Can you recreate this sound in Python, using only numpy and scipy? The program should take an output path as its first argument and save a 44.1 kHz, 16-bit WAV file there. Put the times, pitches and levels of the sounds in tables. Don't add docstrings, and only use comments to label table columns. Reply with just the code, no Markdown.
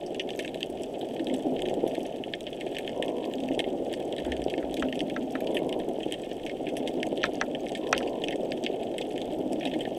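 import sys
import numpy as np
from scipy import signal
from scipy.fft import rfft, irfft
from scipy.io import wavfile
from scipy.ndimage import uniform_filter1d

SR = 44100
rng = np.random.default_rng(int(sys.argv[2]) if len(sys.argv) > 2 else 0)


def waveform_to_disk(signal):
    frames = np.transpose(np.atleast_2d(signal))
    scaled = np.clip(frames, -1, 1) * 32767
    samples = np.round(scaled).astype(np.int16)
    wavfile.write(sys.argv[1], SR, samples)


N = 440106
TIME = np.arange(N) / SR

# f/Hz, level/dB
RUSH_COLOUR = [(60, -39), (95, -22), (135, -14.5), (180, -12.5), (250, -5.5), (360, 2.5), (460, -2),
               (660, -2.5), (780, -9), (880, -18), (1000, -28), (1150, -41.5), (1500, -44), (3000, -114)]
# f/Hz, width/Hz, level/dB
SNAP_BODY_MODES = [(1810, 128, -9), (2145, 58, -6.5), (2560, 395, -6.5), (3084, 510, 2), (3310, 650, -1)]
# f/Hz, width/Hz, level/dB
SNAP_TREBLE_MODES = [(4590, 270, -4.5), (5730, 500, -4), (6400, 250, -2), (7970, 630, 0.5),
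                     (10840, 850, -7), (12400, 1800, -14.5), (14700, 1200, -24)]


def water(surge_db):
    return churning(surge_db) + slaps(surge_db)


def churning(surge_db):
    # crest t/s, level/dB before trim, hold/s, fall/(dB per s)
    wave_list = [(1.33, -27, 0.11, 42), (3.27, -30, 0.26, 28), (4.87, -27.5, 0.34, 20),
                 (6.823, -29, 0.13, 9), (9.522, -28, 0.23, 80)]
    # f/Hz, level/dB
    boom_colour = [(100, -35.5), (180, -26), (228, -11.5), (246, -6), (260, 1), (278, -7), (330, -2.5),
                   (400, -16.5), (600, -43.5), (1000, -65)]
    throb_hz, throb_db = 14.5, 1.92
    boom_rest_db = -13
    boom_rise_s = 0.34

    beats = np.cumsum(throb_hz * (1 + 0.2112 * drift(4.38))) / SR
    throb = from_db(throb_db * np.sin(2 * np.pi * beats) + 1.8 * drift(92))
    pops = grains(per_s=3600, spread_db=3.0, top_db=9.5) * throb

    waves = sum(from_db(db - 7.5) * swell(s, boom_rise_s, hold, fall) for s, db, hold, fall in wave_list)
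    boom_level = np.hypot(waves, from_db(surge_db + boom_rest_db))
    boom = boom_level * rms_one(through(pops, pulse(boom_colour)))
    rush = from_db(surge_db + 1) * rms_one(through(pops, pulse(RUSH_COLOUR)))
    return boom + rush


def slaps(surge_db):
    # t/s, level/dB before trim
    heavy_list = [(1.532, -23), (1.712, -9), (1.733, -10), (1.8385, -7), (1.864, -8.5), (1.980, -8.5),
                  (2.665, -17.5), (3.508, -8.5), (3.576, -7.5), (3.599, -6.5), (3.686, -18), (4.33, -15),
                  (4.393, -11), (4.462, -7), (4.579, -11.5), (4.642, -10), (5.421, -10), (5.503, -9),
                  (5.563, -7.5), (5.763, -7.5), (5.912, -12), (5.985, -10), (6.063, -9.5), (7.127, -8),
                  (7.291, -12.5), (7.989, -28), (9.141, -16)]
    lap_top_db = 13
    s, level_db = np.transpose(heavy_list)
    heavy = strikes(s, level_db - 7.0, delay=0.00021)
    light = from_db(surge_db + lap_top_db) * grains(per_s=4, spread_db=-1.0, top_db=2)
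    return through(heavy + light, pulse(RUSH_COLOUR))


def shrimp():
    body, treble = near_shrimp() + neighbour_shrimp() + far_shrimp()
    body = cut(cut(body, 1580, "high", order=14), 4890, "low", order=6)
    return body + cut(treble, 3750, "high")


def near_shrimp():
    snap_list = [(0.063, -55, -45.5, 0, 3, 3850), (0.1454, -41.5, -48, -3, -3, 3850),
                 (0.1954, -29, -40.5, -4, 0, 2450), (0.29, -37.5, -60, -4, -8, 3600),
                 (0.304, -35, -48, -1, 0, 2950), (0.3909, -33, -41, -5, 0, 1850),
                 (0.3984, -42, -54, 7, 0, 2650), (0.4466, -36, -54, 3, -12, 2510),
                 (0.4774, -35, -53, -3, 0, 3800), (0.544, -38.5, -52, -5, 2, 3850),
                 (0.606, -39.5, -49, -5, -5, 3850), (0.6291, -25, -39.5, -18, 11, 2650),
                 (0.8338, -44.5, -42, -7, 3, 3850), (1.0113, -40.5, -56, 1, 0, 3850),
                 (1.1633, -43.5, -62, 4, -9, 3350), (1.1943, -39.5, -66, -3, -5, 3850),
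                 (1.244, -59, -47, -12, -3, 3850), (1.2692, -34.5, -55, 0, 1, 3850),
                 (1.2971, -40, -58, 0, -5, 2250), (1.34, -40.5, -40.5, -4, 2, 3850),
                 (1.565, -40.5, -67, -11, 1, 2750), (1.592, -38.5, -54, -5, -6, 2250),
                 (1.62, -32, -43.5, -8, 1, 3600), (1.654, -39, -57, 7, -8, 3850),
                 (1.6854, -37.5, -51, -7, 3, 2500), (1.695, -45, -50, 11, 3, 1900),
                 (1.74, -45, -48, -14, 0, 3850), (1.8764, -46, -47, -2, 3, 3750),
                 (1.952, -39, -50, -9, 2, 2300), (2.237, -33.5, -69, -3.5, -5, 3040),
                 (2.3359, -27, -57, -6, -7, 3100), (2.4067, -41.5, -47, -11, 3, 3870),
                 (2.467, -35.5, -53, 0, -7, 2850), (2.5296, -39, -58, -3, 11, 3280),
                 (2.609, -36, -52, 0, -3, 2200), (2.6651, -44, -58, -4, 0, 2450),
                 (2.7464, -43.0, -59, -4, -11, 3050), (2.7666, -30.5, -48, -6, -7, 3050),
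                 (2.7845, -33, -43, -1, -8, 2450), (2.8762, -31.5, -54, -11, -2, 3100),
                 (2.893, -41, -51, -2, -9, 2300), (3.0244, -27.5, -44, -5, -3, 3730),
                 (3.0805, -37.5, -53, 1, -6, 3300), (3.2419, -40.5, -64, -6, 3, 2650),
                 (3.2535, -46, -48, -17, 6, 3850), (3.3366, -36.5, -49, -7, -6, 3850),
                 (3.3826, -43.5, -66, -10, 6, 3250), (3.402, -46, -52, -5, 6, 2550),
                 (3.4359, -44, -53, -2, -1, 3850), (3.486, -38, -50, -10, -11, 2770),
                 (3.5148, -43.0, -65, -4, -7, 3750), (3.541, -45, -56, -2, 0, 2600),
                 (3.548, -43, -52, -7, 6, 2550), (3.5916, -26, -40, -5, -4, 3880),
                 (3.6024, -28, -45, -21, -5, 3850), (3.6412, -37, -66, -8, 2, 1900),
                 (3.928, -40, -46, -7, -10, 3850), (3.9374, -34, -42.5, -3, 1, 2060),
                 (4.125, -36.5, -50, -11, -9, 3850), (4.1642, -41, -51, -8, 0, 3800),
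                 (4.1817, -36, -54, 3, -12, 3850), (4.2003, -42, -58, -2, 3, 1950),
                 (4.3192, -30.5, -46, -5, 1, 1800), (4.366, -41, -49, -9, 4, 3850),
                 (4.4183, -41, -50, -11, 3, 1900), (4.44, -49.5, -43, -20, -3, 2850),
                 (4.481, -39.5, -63, -4, 3, 3850), (4.499, -40.5, -45.5, 4, 12, 2400),
                 (4.538, -34, -62, -9, -9, 2700), (4.578, -40.5, -51, -2, -8, 3100),
                 (4.7106, -46.5, -52, -14, 0, 2900), (4.7417, -37.5, -41.5, -11, 9, 3850),
                 (4.7686, -39, -51, 1, -2, 2250), (4.796, -40.5, -44.5, 1, 6, 3850),
                 (4.8847, -40, -61, 0, -6, 2800), (4.925, -32.5, -49, -3, 1, 2000),
                 (4.955, -41, -50, -4, 9, 2550), (4.992, -36, -44, -10, 3, 3850),
                 (5.0046, -28.5, -43, -8, 0, 2210), (5.014, -48, -53, -10, -9, 3850),
                 (5.0978, -37.5, -56, -3, 0, 2600), (5.405, -44, -46, -7, 0, 2750),
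                 (5.471, -36.5, -47, -5, 7, 2500), (5.545, -40.5, -45, 5, -7, 3500),
                 (5.5676, -27.5, -47, 1, -9, 2350), (5.6923, -40, -46, -7, 0, 2150),
                 (5.7262, -32.5, -46, -7, 1, 3650), (5.7987, -42.5, -59, -4, -7, 3850),
                 (6.004, -42, -57, 1, 0, 1900), (6.0314, -36.5, -53, -3, 13, 2530),
                 (6.111, -41.5, -58, -8, -5, 2350), (6.1225, -30, -36.5, -23, 0, 3100),
                 (6.1307, -39, -51, 0, 3, 3800), (6.139, -35, -52, 0, 0, 3800),
                 (6.3126, -42, -56, 1, -5, 3050), (6.4633, -35.5, -48, 2, -3, 2300),
                 (6.495, -37.5, -52, -5, -6, 2200), (6.6671, -36.5, -61, 0, -12, 2300),
                 (6.6878, -39, -53, 2, -2, 2600), (6.7677, -35.5, -41, 0, 6, 1900),
                 (6.8744, -33, -44.5, 4, -4, 3800), (7.001, -41, -68, -8, -2, 3050),
                 (7.0294, -27, -40, -11, -9, 2230), (7.0675, -45, -46, -1, 3, 2350),
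                 (7.1751, -36.5, -52, -12, 8, 3680), (7.194, -47, -64, -4, 3, 2550),
                 (7.218, -40, -53, -8, 11, 3850), (7.2315, -26, -48, -12, -3, 1850),
                 (7.2538, -36, -43, -5, 6, 1850), (7.2606, -40, -55, 6, -6, 3800),
                 (7.3543, -58, -45.5, -13, 6, 2050), (7.406, -49, -55, -5, -15, 1850),
                 (7.548, -33, -55, -6, -8, 3100), (7.6654, -38.5, -60, -14, -10, 2300),
                 (7.685, -46, -47, -4, 0, 3850), (7.6926, -42, -50, -9, -3, 3850),
                 (7.7197, -45, -46, -2, -3, 3850), (7.7502, -33, -46, 5, 4, 1830),
                 (7.7736, -44, -50, -1, 9, 2050), (7.869, -39.5, -68, -6, -3, 3850),
                 (7.9478, -34, -68, -1, -5, 2850), (7.9637, -39.5, -48, -1, 0, 3700),
                 (7.978, -27.5, -33.5, -13, 7, 2750), (7.9871, -43.5, -51, 2, -5, 2150),
                 (8.027, -42, -52, 0, 5, 2750), (8.0739, -41.5, -49, 5, 0, 2700),
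                 (8.219, -41.5, -57, -13, 5, 3800), (8.2378, -29.5, -46, -4, 7, 2530),
                 (8.2736, -42.0, -59, -4, 5, 2600), (8.2835, -29, -40.5, -11, -15, 2580),
                 (8.307, -37.5, -50, -6, -5, 3130), (8.3238, -38, -51, 0, -13, 2000),
                 (8.358, -48.5, -49, -2, 9, 2700), (8.5076, -53, -50, -6, 0, 3850),
                 (8.5195, -30, -46, -18, 0, 3070), (8.5733, -44.5, -59, 3, -3, 3700),
                 (8.638, -39, -39, -14, 0, 3630), (8.646, -39, -47, 2, 0, 3750),
                 (8.663, -26.5, -44, -2.5, -7, 2320), (8.8302, -43.0, -60, -4, 0, 2870),
                 (8.9814, -33, -38.5, -5, -4, 1950), (9.013, -38.5, -45, -5, 15, 2350),
                 (9.1595, -44, -55, 3, 6, 2450), (9.1778, -37, -50, -2, -9, 3450),
                 (9.216, -36.5, -49, -3, 6, 3850), (9.5225, -62.5, -50, -1, 3, 2450),
                 (9.531, -46, -40.5, -14, 5, 2450), (9.6086, -38.5, -61, 0, 8, 1950),
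                 (9.629, -38.5, -69, 4, -6, 2300), (9.653, -31.5, -45, 0, 0, 3730),
                 (9.6716, -34.5, -52, 7, -3, 2750), (9.7141, -40, -61, -4, 0, 3850),
                 (9.735, -38.5, -58, 7, 3, 2100), (9.8065, -34, -50, 0, -7, 3100),
                 (9.852, -36.5, -61, -4, -15, 1790)]
    s, body_db, treble_db, scatter_db, tilt_db, pitch_hz = np.transpose(snap_list)
    scatter_db, tilt_db = scatter_db[:, None], tilt_db[:, None]
    sparkle_db = 9.5 * rng.uniform(-2.06, 0.88, (len(s), 1))
    body = impacts(s, body_db + 2.0, SNAP_BODY_MODES, vary_db=1.06, blur=0.00031,
                   echo_db=scatter_db - 1.5, t60=0.054, tilt_db=tilt_db, pitch_hz=pitch_hz, count=265)
    treble = impacts(s + .0003, treble_db + 0.67, SNAP_TREBLE_MODES, vary_db=3.0, blur=0.00052,
                     echo_db=scatter_db - 2.5, t60=0.078, tilt_db=sparkle_db, count=265)
    return np.array([body, treble])


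def neighbour_shrimp():
    faintest_body_db, faintest_treble_db = -47.5, -57.5
    s, db = colony(spread_db=1.5, range_db=10.5, count=190)
    pitch_hz = rng.uniform(2100, 3650, len(s))
    bright_db = 4 * rng.uniform(-0.58, 1.25, len(s))
    sparkle_db = 9.5 * rng.uniform(-1, 1.7, (len(s), 1))
    body = impacts(s, faintest_body_db + db, SNAP_BODY_MODES, vary_db=1.5, blur=0.00018,
                   echo_db=-3.0, t60=0.019, pitch_hz=pitch_hz)
    treble = impacts(s, faintest_treble_db + db + bright_db, SNAP_TREBLE_MODES, vary_db=0.5, blur=0.00043,
                     echo_db=-18, t60=0.028, tilt_db=sparkle_db)
    return np.array([body, treble])


def far_shrimp():
    faintest_body_db, faintest_treble_db = -53, -63.5
    wash_body_db, wash_treble_db = -59.5, -70.5
    flurry_db, flurry_rate_hz = 1.4, 2.9

    s, db = colony(spread_db=3.5, range_db=10.5, count=900)
    body = impacts(s, faintest_body_db + db, SNAP_BODY_MODES, vary_db=0.0, blur=0.00016,
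                   echo_db=-4.0, t60=0.026, size=1024)
    s, db = colony(spread_db=4.5, range_db=18.0, count=1100)
    treble = impacts(s, faintest_treble_db + db, SNAP_TREBLE_MODES, vary_db=4.5, blur=0.00041,
                     echo_db=-9.0, t60=0.031, size=512)
    wash = np.array([from_db(wash_body_db) * noise_in(SNAP_BODY_MODES),
                     from_db(wash_treble_db) * noise_in(SNAP_TREBLE_MODES)])
    return (np.array([body, treble]) + wash) * from_db(flurry_db * drift(flurry_rate_hz))


def taps():
    # t/s, ring level/dB and tick level/dB and echo share/dB (all before trim)
    tap_list = [(4.627, -36.5, -64, -11), (4.8232, -21.5, -47, -10), (5.1628, -25, -48, -13),
                (5.353, -25.5, -58, -9), (7.239, -14.5, -31, -7.5), (7.4126, -16, -31.5, -9.5),
                (7.9275, -11, -25, -12), (8.0038, -36.5, -54, -4)]
    # f/Hz, width/Hz, level/dB
    low_modes = [(547, 130, 3.5), (760, 110, 6.5), (934, 43, 2), (1050, 39, 1.5), (1317, 80, 11),
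                 (1466, 44, 1.5), (1530, 105, 3), (1710, 350, 9), (2004, 186, 5), (2210, 65, -12),
                 (2520, 450, -2)]
    # f/Hz, width/Hz, level/dB
    mid_modes = [(2270, 460, 0), (2770, 230, -6), (3070, 120, -2), (3670, 590, -8)]
    # f/Hz, width/Hz, level/dB
    high_modes = [(4260, 460, -11), (5900, 240, -6.5), (7900, 300, -22), (11700, 540, -41)]
    s, ring_db, tick_db, scatter_db = np.transpose(tap_list)
    vary_db = 1.2
    low = impacts(s + 0.0008, ring_db - 0.5, low_modes, vary_db, blur=.00001,
                  echo_db=scatter_db[:, None] + 3.5, t60=0.041, size=4096)
    crack = impacts(s + 0.0004, ring_db - 11.5, mid_modes, vary_db, blur=0.00045, echo_db=1.5, t60=0.024)
    tick = impacts(s, tick_db + 5.0, high_modes, vary_db, blur=.0001, echo_db=-11, t60=0.0074)
    tail = through(strikes(s, ring_db - 16.5, delay=0), chirp()) * from_db(5.5 * drift(300))
    return cut(low, 430, "high", order=2) + crack + tick + tail


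def chirp():
    from_hz, to_hz, fall_s = 5200, 1340, .009
    rise_s, decay_db_per_s = 0.0068, 720
    t = TIME[:3000]
    hz = to_hz + (from_hz - to_hz) * np.exp(-t / fall_s)
    tone = np.sin(2 * np.pi * np.cumsum(hz) / SR)
    return tone * np.minimum(t / rise_s, 1) ** 2 * from_db(-decay_db_per_s * t)


def scuffs():
    scuff_list = [(4.25, -49.5, 114), (4.602, -54, 200)]
    # f/Hz, level/dB
    scuff_colour = [(900, -27), (1400, -11), (1720, -2), (2000, -9), (2500, -17), (5000, -46)]
    rise_s = 0.0094
    envelope = sum(from_db(db) * swell(s, rise_s, 0, fall) for s, db, fall in scuff_list)
    return envelope * coloured_noise(scuff_colour)


def buzzes():
    buzz_list = [(2.911, 0.43, -40.5, 57.1, 14.3), (5.405, 0.46, -42, 57.55, 11.3),
                 (7.776, 0.475, -41.5, 56.6, 10.5)]
    # f/Hz, level/dB
    buzz_colour = [(200, -9.5), (500, 11), (700, 1), (850, -9), (950, -3), (1040, -9.5), (1100, -12.5),
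                   (1170, -36)]
    scoop_hz, scoop_s = 1.66, 0.033
    flutter_db = 2
    phase_spread = 0.61
    fade_s = 0.058

    out = np.zeros(N)
    waver = 1 + 0.0034 * drift(9.3)
    harmonics = np.arange(4, 22)[:, None]
    flutter = np.array([drift(5.8) for _ in harmonics])
    for start, length, db, hz, sag in buzz_list:
        on = (TIME > start) & (TIME < start + length)
        t = TIME[on] - start
        pitch = (hz - scoop_hz * np.exp(-t / scoop_s) - sag * t) * waver[on]
        phase = 2 * np.pi * np.cumsum(pitch) / SR
        strengths = from_db(at_hz(buzz_colour, harmonics * pitch) + flutter_db * flutter[:, on])
        offsets = phase_spread * rng.standard_normal(harmonics.shape)
        tone = np.sum(strengths * np.sin(harmonics * phase + offsets), axis=0)
        fade = np.minimum(np.minimum(t, length - t) / fade_s, 1)
        out[on] += from_db(db + 4.5) * rms_one(tone) * fade
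    return out


def shudder():
    jolt_list = [(.72, -53, 110), (4.248, -41, 400), (4.303, -37.5, 150), (4.408, -44, 190),
                 (4.642, -46, 190), (4.704, -48, 170), (4.83, -41.5, 380), (7.245, -49, 250),
                 (7.95, -48, 130)]
    swing_hz, wander, rise_s = 63, .09, 0.019
    swing = rms_one(np.sin(2 * np.pi * np.cumsum(swing_hz * (1 + wander * drift(11.2))) / SR))
    return swing * sum(from_db(db) * swell(s, rise_s, 0, fall) for s, db, fall in jolt_list)


def current(surge_db):
    # crest t/s, level/dB
    eddy_list = [(1.65, -55), (5.78, -56), (6.38, -59), (9.3, -55), (9.72, -53.5)]
    # f/Hz, level/dB
    flow_colour = [(15, -6), (35, -0.5), (60, -7.5), (100, -8), (300, -31), (1200, -52)]
    mean_db, wander_db = -60, 1.5
    follows = 0.26
    eddy_rise_s, eddy_fall_db_per_s = .1, 60
    flow_db = mean_db + follows * (surge_db - surge_db.mean()) + wander_db * drift(2.1)
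    eddies = sum(from_db(db) * swell(s, eddy_rise_s, 0, eddy_fall_db_per_s) for s, db in eddy_list)
    return np.hypot(from_db(flow_db), eddies) * coloured_noise(flow_colour)


def background():
    # f/Hz, level/dB
    floor_colour = [(50, -5), (95, -4.5), (135, 7.5), (190, 7.5), (300, 1.5), (600, -17), (1200, -16),
                    (3000, -23), (8000, -29), (15000, -34)]
    return from_db(-52.5) * coloured_noise(floor_colour)


def impacts(times, levels_db, modes, vary_db, blur, echo_db, t60,
            tilt_db=0, pitch_hz=None, size=2048, count=44):
    t, out = TIME[:size], np.zeros(N + size)
    draws = rng.standard_normal((len(times), size + len(modes) + 1))
    scatter, wetness, strengths = draws[:, :size], draws[:, size:size + 1], draws[:, size + 1:]
    direct = scatter * np.exp(-t / blur)
    lumps = np.repeat(rng.standard_normal((len(times), size // 64)), 64, axis=1)
    echoes = scatter * from_db(2.5 * lumps - 60 * t / t60) * (1 - np.exp(-t / 0.001))
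    direct, echoes = (p / np.linalg.norm(p, axis=1, keepdims=True) for p in (direct, echoes))
    paths = direct + from_db(echo_db + 2.4 * wetness) * echoes

    octaves = np.log2(np.array(modes)[:, 0] / modes[0][0])
    ringing = from_db(vary_db * strengths + tilt_db * octaves) @ modes_of(modes, size)
    sounds = signal.fftconvolve(ringing, paths, axes=1)[:, :size]
    if pitch_hz is not None:
        sounds = stressed(sounds, pitch_hz)
    loudest = np.sqrt(uniform_filter1d(sounds ** 2, size=count, axis=1).max(axis=1))
    gains = from_db(levels_db) / loudest
    starts = np.clip(np.round(times * SR).astype(int), 0, N - 1)
    for start, gain, sound in zip(starts, gains, sounds):
        out[start:start + size] += gain * sound
    return out[:N]


def modes_of(modes, size):
    hz, width, db = np.transpose(modes)[:, :, None]
    t, sign = TIME[:size], (-1) ** np.arange(len(modes))[:, None]
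    return sign * from_db(db) * width * np.exp(-np.pi * width * t) * np.sin(2 * np.pi * hz * t)


def stressed(sounds, pitch_hz):
    gain, width_hz = 1.36, 330
    spectra = rfft(sounds, axis=1)
    hz = np.linspace(0, SR / 2, spectra.shape[1])
    resonance = gain / (1 + 2j * (hz - pitch_hz[:, None]) / width_hz)
    return irfft(spectra * (1 + resonance), axis=1)


def noise_in(modes):
    return rms_one(through(rng.standard_normal(N), modes_of(modes, size=8192).sum(axis=0)))


def coloured_noise(spectrum):
    return rms_one(through(rng.standard_normal(N), pulse(spectrum)))


def colony(spread_db, range_db, count):
    when, chance = rng.random((count, 2)).T
    return when * N / SR, np.minimum(-spread_db * np.log(1 - chance), range_db)


def grains(per_s, spread_db, top_db):
    sizes = from_db(np.minimum(spread_db * rng.exponential(1, N), top_db)) * rng.choice([-1, 1], N)
    return sizes * (rng.random(N) < per_s / SR)


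def strikes(times, levels_db, delay):
    out = np.zeros(N)
    out[np.clip(np.round((times + delay) * SR).astype(int), 0, N - 1)] = from_db(levels_db)
    return out


def swell(crest, rise, hold, fall_db_per_s):
    t = TIME - crest
    rising = np.sin(np.pi / 2 * np.clip(1 + t / rise, 0, 1)) ** 2
    return rising * from_db(-fall_db_per_s * np.maximum(t - hold, 0))


def drift(rate):
    r = np.exp(-80 * np.pi * rate / SR)
    slow = signal.lfilter([1], [1, -2 * r, r * r], rng.standard_normal(N // 40 + 2002))[2000:]
    return np.interp(np.arange(N) / 40, np.arange(len(slow)), rms_one(slow))


def pulse(spectrum, size=8192):
    cepstrum = irfft(np.log(from_db(at_hz(spectrum, np.arange(size // 2 + 1) * SR / size))))
    cepstrum[1:size // 2] *= 2
    cepstrum[size // 2 + 1:] = 0
    return peak_one(irfft(np.exp(rfft(cepstrum)))[:size // 2])


def through(x, response):
    return signal.oaconvolve(x, response)[:N]


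def cut(x, hz, kind, order=4):
    return signal.sosfilt(signal.butter(order, min(hz, .45 * SR), kind, fs=SR, output="sos"), x + 1e-18)


def at_hz(points, hz):
    point_hz, point_db = np.transpose(points)
    return np.interp(np.log(hz + 1e-9), np.log(point_hz), point_db)


def in_time(rows):
    s, *columns = np.transpose(rows)
    return [np.interp(TIME, s, c) for c in columns]


def from_db(db):
    return 10 ** (np.asarray(db) / 20)


def rms_one(x):
    return x / np.sqrt(np.mean(x ** 2) + 1e-20)


def peak_one(x):
    return x / np.max(np.abs(x))


def scene():
    # t/s, level/dB
    surge_curve = [(0, -36.5), (0.3, -35.5), (0.65, -37), (1.05, -36.5), (1.3, -32.5), (1.55, -31.5),
                   (1.85, -32), (2.1, -34.5), (2.5, -40.5), (2.68, -35.5), (2.85, -35), (3.05, -36),
                   (3.35, -35.5), (3.6, -32.5), (3.97, -34), (4.4, -33), (4.75, -34), (5.3, -34.5),
                   (5.6, -31.5), (5.9, -33.5), (6.25, -37), (6.55, -36.5), (6.85, -32), (7.15, -33),
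                   (7.68, -35.5), (7.92, -33), (8.35, -32.5), (9.1, -34.5), (9.45, -32.5), (9.8, -33),
                   (9.98, -36)]
    surge_db, = in_time(surge_curve)
    mix = water(surge_db) + shrimp() + taps() + scuffs() + buzzes()
    mix = mix + shudder() + current(surge_db) + background()
    return mix[None]


def record(dry):
    return signal.sosfilt(signal.ellip(10, .2, 90, 15600, fs=SR, output="sos"), dry)


dry = scene()
out = record(dry)
waveform_to_disk(out)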